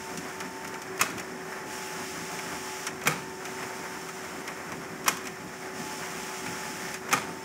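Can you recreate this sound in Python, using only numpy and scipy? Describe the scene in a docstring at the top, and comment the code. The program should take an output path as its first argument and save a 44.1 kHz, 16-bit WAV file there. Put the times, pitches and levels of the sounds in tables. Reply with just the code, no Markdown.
"""Humming fans and churning gears fill a small room as an office photocopier prints sheet after sheet.
Stepper motors sing at their step rates, and sliding friction makes each sheet hiss along its guides.
About every two seconds a solenoid throws the paper gate: the impact excites its modes in a sharp clack.
In between, paper edges tick against the guides. The sound is mono, as heard from a metre away."""
import sys
import numpy as np
from scipy import signal
from scipy.fft import rfft, irfft, next_fast_len
from scipy.io import wavfile
from scipy.ndimage import map_coordinates

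SR = 44100
rng = np.random.default_rng(int(sys.argv[2]) if len(sys.argv) > 2 else 0)


def store_pcm(level_fs):
    """Save levels as 16-bit WAV."""
    pcm = np.round(np.clip(level_fs, -1, 1) * 32767).astype(np.int16)
    wavfile.write(sys.argv[1], SR, np.atleast_2d(pcm).T)


N = 328104

CYCLE_S = 4.074  # period of one two-sided sheet
IDLE_HISS_DB = -49
CHATTER_S = .004  # interval between the contacts of one gate landing
# Throws of the gate. Each row: landing in seconds, level, thump and crack in dB, stroke duration in
# seconds, loss per chatter contact in dB, first rebound's flight in seconds, rebound gain in dB.
GATE_THROWS = [(1.0120, -12.5, -17, 2.5, 0.018, 5.5, 0.091, -19),
               (3.0720, -14, 2.5, 0, 0.015, 2, 0.021, -12), (5.08, -15, -6, 6, .02, 3.5, .09, -18),
               (7.1283, -14, 2.5, -0.5, 0.017, 1, 0.02, -14)]


def amp(db):
    """Amplitude grows tenfold for every 20 dB."""
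    return 10 ** (np.asarray(db) / 20)


def unit(x):
    """Normalisation to an rms of 1."""
    return x / np.sqrt(np.mean(x ** 2) + 1e-20)


def along(points, hz):
    """Interpolation of (Hz, value) points on a logarithmic frequency axis."""
    f, v = np.transpose(points)
    return np.interp(np.log(hz + 1), np.log(f + 1), v)


def wobble(rate):
    """Smooth random modulation with rate knots a second."""
    return map_coordinates(rng.standard_normal(int(N * rate / SR) + 4), [np.arange(N) * rate / SR])


def filtered(x, response):
    """Linear filtering: the spectrum of x times a frequency response."""
    size = next_fast_len(N + SR // 2)
    return irfft(rfft(x, size) * response(np.fft.rfftfreq(size, 1 / SR)), size)[:N]


def coloured(x, spectrum):
    """Spectral shaping by (Hz, relative dB) points, at an rms of 1."""
    return unit(filtered(x, lambda hz: amp(along(spectrum, hz))))


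def noise(spectrum):
    """Gaussian noise shaped to a spectrum."""
    return coloured(rng.standard_normal(N), spectrum)


def tone(hz, drift, flutter_db):
    """An unsteady rotor modulates its tone in frequency and amplitude; the rms is 1."""
    phase = 2 * np.pi * np.cumsum(hz * (1 + drift * wobble(9))) / SR
    return unit(np.sin(phase) * amp(flutter_db * wobble(12)))


def add(track, s, sound):
    """Superposition of a sound on the track at s seconds."""
    part = track[round(s * SR):][:len(sound)]
    part += sound[:len(part)]


def highpass(x, edge_hz):
    """Attenuation by 24 dB an octave below the edge."""
    return signal.sosfilt(signal.butter(4, edge_hz, "highpass", fs=SR, output="sos"), x)


def each_sheet():
    """Periodic feed: cycle time in seconds, one row each for the previous, first and second sheet."""
    return np.arange(N) / SR - CYCLE_S * np.arange(-1, 2)[:, None]


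def running(t, start, end, ramp_s):
    """A trapezoidal envelope, at half height at start and end."""
    return np.clip(.5 + np.minimum(t - start, end - t) / ramp_s, 0, 1)


def room(x):
    """Reverberation: cabinet and walls return a diffuse tail whose treble dies first."""
    # Each row: frequency in Hz, reverberation time in seconds.
    decay_times = [(150, 0.68), (1000, 0.54), (6000, 0.46), (15000, 0.31)]
    hz, t, spectra = signal.stft(rng.standard_normal(SR // 2), SR, nperseg=256)
    t60 = np.maximum(along(decay_times, hz), .02)[:, None]
    tail = signal.istft(spectra * amp(-60 * t / t60), SR, nperseg=256)[1]
    response = np.pad(tail / np.linalg.norm(tail), (SR // 200, 0))  # arrives 5 ms late
    return signal.fftconvolve(x, response)[:N]


def fans():
    """Periodic blade passage gives tones; turbulence in the hollow cabinet gives broadband noise."""
    # Each row: blade tone in Hz, level in dB.
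    blade_tones = [(376, -46.5), (397, -58.5), (148.7, -64)]
    # Cabinet air. Each row: frequency in Hz, relative spectral density in dB.
    air_spectrum = [(20, -50), (38, -39), (54, -12.5), (65, -23), (80, -8.5), (110, -11), (152, -8),
                    (171, 1), (200, -4), (255, -1), (330, -4.5), (450, -13), (900, -18), (3000, -56)]
    blades = sum(amp(db) * tone(hz, drift=0.0008, flutter_db=1.6) for hz, db in blade_tones)
    return blades + amp(-45 + 2 * wobble(14)) * noise(air_spectrum)


def drive(drag_db):
    """Dense tooth impacts merge into noise that grows with load; the rotating parts add tones."""
    # Rollers grip the sheet and the gears labour. Each row: cycle time in seconds, swell in dB.
    grips = [(.44, 3.3), (1.24, 2.5), (2.52, 2.7), (3.65, 3), (3.95, 2)]
    # Gear train. Each row: frequency in Hz, relative spectral density in dB.
    gear_spectrum = [(150, -20), (450, 0), (700, 0.5), (1000, 0.5), (1350, 1.5), (1900, 0), (2400, -5),
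                     (2900, -21), (4200, -24.5), (5400, -18), (7300, -22.5), (9700, -30), (11000, -24),
                     (16000, -35)]
    # Main motor, plus a steady tone an octave above the reverse step rate; then the fast-turning parts. Each
    # row: frequency in Hz, level in dB.
    motor_tones = [(718.7, -56.5), (751, -60.5), (1787, -57)]
    whine_tones = [(5385, -62), (7294, -67), (7569, -73), (8624, -69.5), (13937, -75)]
    idle_db, db_per_drag_db, grip_s = -43.5, 0.094, 0.042
    t = each_sheet()
    grip_db = sum(db * np.exp(-((t - s) / grip_s) ** 2) for s, db in grips).sum(axis=0)
    load_db = idle_db + db_per_drag_db * (drag_db - IDLE_HISS_DB) + grip_db
    teeth = rng.standard_normal(N) * amp(1.36 * wobble(500))
    churn = amp(load_db + 2.2 * wobble(22)) * coloured(teeth, gear_spectrum)
    motor = sum(amp(db) * tone(hz, drift=0.00043, flutter_db=3) for hz, db in motor_tones)
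    whine = sum(amp(db) * unit(tone(hz, drift=0.00199, flutter_db=1.5) * (1 + wobble(90)))
                for hz, db in whine_tones)  # roughened by the teeth
    return churn + motor + whine


def steppers():
    """The exit motor radiates at its step rate, lower drawing a sheet out than pulling it back."""
    # Forward moves. Each row: start and end in seconds of the cycle, mid-move level in dB.
    forward_moves = [(1.29, 1.64, -50.5), (1.65, 2.06, -45.5), (2.082, 2.93, -47)]
    # Reverse moves. Each row: start and end in seconds of the scene, mid-move level in dB.
    reverse_moves = [(-.2, .14, -47), (.32, 0.824, -47), (3.11, 3.42, -48.5), (3.46, 4.04, -47.5),
                     (4.08, 4.848, -52.5), (7.2, 7.55, -46.5)]
    forward_hz, reverse_hz, swell_db = 861.8, 893.3, 3

    def envelope(t, moves):
        """Each move swells to its middle, then fades."""
        total = 0
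        for start, end, db in moves:
            off_centre = 2 * (t - start) / (end - start) - 1
            total += running(t, start, end, ramp_s=.06) * amp(db - swell_db * off_centre ** 2)
        return total

    forward = envelope(each_sheet(), forward_moves).sum(axis=0)
    reverse = envelope(np.arange(N) / SR, reverse_moves)
    return (forward * tone(forward_hz, drift=0.0014, flutter_db=1.5)
            + reverse * tone(reverse_hz, drift=0.00067, flutter_db=1.5))


def paper_drag():
    """Incoherent sources add in power: the friction level in dB of all passes plus an idle hiss."""
    # The sheet meets the guides, runs out, turns, is drawn back and leaves.
    # Each row: start and end in seconds of the cycle, level in dB, slope in dB per second.
    passes = [(1.48, 1.59, -48.5, 5), (1.695, 2.873, -41.5, 0.55), (3.078, 3.46, -51.5, -2),
              (3.462, 4.402, -44.5, -2.5), (4.4, 4.85, -51, -6)]
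    t = each_sheet()
    power = sum(running(t, start, end, ramp_s=0.08) * amp(db + slope * (t - start)) ** 2
                for start, end, db, slope in passes)
    return 10 * np.log10(amp(IDLE_HISS_DB) ** 2 + power.sum(axis=0))


def paper_hiss(drag_db):
    """Sliding friction: fibres catch on the ribs, and the narrow paper path resonates with the hiss."""
    # Path resonances. Each row: centre and width in Hz, added gain as an amplitude ratio.
    resonances = [(5320, 130, 0.27), (7400, 160, .2), (8450, 180, 0.18)]
    # Paper on plastic ribs. Each row: frequency in Hz, relative spectral density in dB.
    hiss_spectrum = [(300, -20), (1100, 1.5), (2300, 2), (3100, -1), (4200, -9), (5400, 0.5), (7200, -1.5),
                     (8100, -6.5), (8700, -4.5), (9700, -12.5), (10900, -7.5), (12200, -15.5),
                     (15500, -11.5)]
    fibres = rng.standard_normal(N) * amp(0.72 * wobble(900))
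    ducted = filtered(fibres, lambda f: 1 + sum(gain / (1 + (2 * (f - hz) / width) ** 2)
                                                for hz, width, gain in resonances))
    return amp(drag_db + 0.37 * wobble(45)) * coloured(ducted, hiss_spectrum)


def paper_ticks():
    """Impact transients: a sheet's edge snaps brightly on a guide, which gives a longer, dull knock."""
    # Each row: cycle time in seconds, then relative level, knock gain and second-sheet gain in dB.
    strikes = [(.1737, -27.5, -10, -14), (0.403, -29.5, -0.5, -1), (.645, -36.5, 3, 2),
               (.6749, -32.5, -8, -19), (0.74, -36.5, 2, -13), (0.818, -33.5, -8, -22),
               (1.18, -33, 1, -1.5), (1.196, -30.5, -6, 1), (2.387, -34.5, 4.5, 1),
               (2.867, -21.5, -3.5, -5.5), (3.0131, -37, 5, -2), (3.452, -32, 0.5, 0), (3.6267, -38, 5, 0),
               (4.0873, -34.5, 0, 0)]
    snap_t60_s, sizzle_db, sizzle_growth = 0.049, -36, 0.46
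    snap, knock, sizzle = np.zeros((3, N))
    t = np.arange(SR // 4) / SR
    fade = amp(-60 * t / snap_t60_s)
    sharp = fade * (1 - np.exp(-t / 0.00063))
    blunt = fade ** 0.59 * (1 - np.exp(-t / 0.0031))
    for sheet in range(2):
        for cycle_s, level_db, knock_db, change_db in strikes:
            s, db = cycle_s + sheet * CYCLE_S, level_db + sheet * change_db
            add(snap, s, amp(db) * sharp)
            add(sizzle, s, amp(sizzle_db + sizzle_growth * db) * sharp)
            add(knock, s, amp(db + knock_db) * blunt)
    bright = noise([(1500, -13), (3000, -0.5), (4200, -6), (5600, 4.5), (8500, -2.5), (9600, -7.5),
                    (11000, -6), (13000, -27)])
    top = noise([(9000, -30), (11500, -4), (14000, 0), (16000, -5)])
    dull = noise([(150, -33), (700, -4), (1400, 4), (2400, 5), (3500, -11), (7000, -40)])
    return amp(-3.5) * snap * bright + amp(4) * sizzle * top + amp(0.5) * knock * dull


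def armature():
    """Sliding friction: the solenoid's plunger scrapes its sleeve, easing off until the gate lands."""
    scrape_db, t60_s = -27.5, 0.35
    friction = np.zeros(N)
    for s, _, _, _, stroke_s, *_ in GATE_THROWS:
        t = np.arange(round((stroke_s + CHATTER_S) * SR)) / SR
        add(friction, s - stroke_s, amp(scrape_db - 60 * t / t60_s) * (1 - np.exp(-t / 0.0013)))
    return friction * noise([(100, 3.5), (400, -6.5), (1200, 2), (2400, 2.5), (3200, -9), (4300, -12),
                             (6500, -8.5), (9500, -20), (16000, -25)])


def gate_contacts(count=3):
    """Inelastic collisions: after a latch click, the gate chatters and rebounds in ever shorter hops."""
    chatter_dulling_db, rebound_dulling_db = 2.5, 4
    restitution, fade_db_per_s = .8, 110
    contacts = []  # Each row: time in seconds, then level, thump and crack in dB.
    for s, db, thump_db, crack_db, _, loss_db, flight_s, rebound_db in GATE_THROWS:
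        contacts.append((s - .035, -41, -11, 8))  # the latch
        for k in range(count):
            contacts.append((s + k * CHATTER_S, db - k * loss_db, thump_db,
                             crack_db - k * chatter_dulling_db))
        for after_s in np.cumsum(flight_s * restitution ** np.arange(count)):
            hop_db = db + rebound_db - fade_db_per_s * (after_s - flight_s)
            contacts.append((s + after_s, hop_db, thump_db, crack_db - rebound_dulling_db))
    return contacts


def gate():
    """Impact excitation: each contact rings damped modes, cracks briefly and shakes loose parts."""
    # Gate and frame modes. Each row: frequency in Hz, relative level in dB, 60 dB decay time in seconds.
    modes = [(153, -13, 0.12), (270, -19.5, 0.064), (488, -8.5, 0.053), (841, -4.5, 0.036),
             (1106, -4, 0.02), (1258, -0.5, 0.032), (1527, -7, 0.033), (1853, -6.5, 0.034),
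             (2183, -6, 0.044), (2420, -3, 0.042), (3185, -10.5, 0.031)]
    # The crack of plastic on metal, its top treble, and the rattle of loose panels and rollers.
    # Each row: frequency in Hz, relative spectral density in dB.
    crack_spectrum = [(100, -27), (600, -15), (1200, 9), (2500, -9.5), (2900, -2.5), (4300, -11),
                      (5600, 1.5), (7000, 1), (8700, -6), (9800, -10.5), (16000, -32)]
    treble_spectrum = [(4000, -29), (8000, -21), (11000, 5), (13000, -1), (16000, -0.5)]
    rattle_spectrum = [(60, -32), (130, 5), (300, 3.5), (600, -1), (1200, 2), (2300, -2.5), (3100, -9),
                       (4400, -9), (6500, -11.5), (8700, -12.5), (10000, -18), (16000, -33)]
    crack_t60_s, treble_t60_s, rattle_t60_s = 0.039, 0.023, 0.41
    ringing, crack_power, treble_power, rattle_power = np.zeros((4, N))
    t = np.arange(SR // 2) / SR
    hz, mode_db, t60 = np.transpose(modes)[:, :, None]
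    thump_share = 1 / (1 + (hz / 950) ** 8)  # thump gain raises or lowers mainly the modes below 950 Hz
    mode_rise = 1 - np.exp(-(t * hz) ** 2)  # each mode builds up over about one cycle
    rattle_rise = 1 - np.exp(-t / 0.0042)
    for s, db, thump_db, crack_db in gate_contacts():
        # each contact point shifts the modes a little
        strength = amp(mode_db + thump_share * thump_db + 0.76 * rng.standard_normal(hz.shape))
        pitch = hz * (1 + 0.018 * rng.standard_normal(hz.shape))
        partials = strength * amp(-60 * t / t60) * np.sin(2 * np.pi * (pitch * t + rng.random(hz.shape)))
        add(ringing, s, amp(db - 3) * (partials * mode_rise).sum(axis=0))
        # the noisy parts of successive contacts add in power
        add(crack_power, s, amp(db + crack_db - 4.5 - 60 * t / crack_t60_s) ** 2)
        add(treble_power, s, amp(db + crack_db - 9 - 60 * t / treble_t60_s) ** 2)
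        add(rattle_power, s, (amp(db - 18 - 60 * t / rattle_t60_s) * rattle_rise) ** 2)
    grains = rng.standard_normal(N) * amp(2.5 * wobble(350))
    rattle = np.sqrt(rattle_power) * coloured(grains, rattle_spectrum)
    crack = np.sqrt(crack_power) * noise(crack_spectrum)
    treble = np.sqrt(treble_power) * noise(treble_spectrum)
    return ringing + crack + treble + rattle


def scene():
    """Superposition of the running machine, its blows and their reverberation, alike in both channels."""
    blows = highpass(armature() + gate() + paper_ticks(), edge_hz=117)  # the blows carry little deep bass
    drag_db = paper_drag()
    mono = fans() + drive(drag_db) + steppers() + paper_hiss(drag_db) + blows + amp(-13) * room(blows)
    return np.array([mono, mono])


def record(dry):
    """Soft saturation rounds the peaks; band limiting removes the deep bass and the highest treble."""
    ceiling, bass_hz, top_hz = .5, 53, 15700
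    rounded = dry / (1 + (dry / ceiling) ** 4) ** (1 / 4)
    return np.array([filtered(channel, lambda hz: hz < top_hz) for channel in highpass(rounded, bass_hz)])


dry = scene()
out = record(dry)
store_pcm(out)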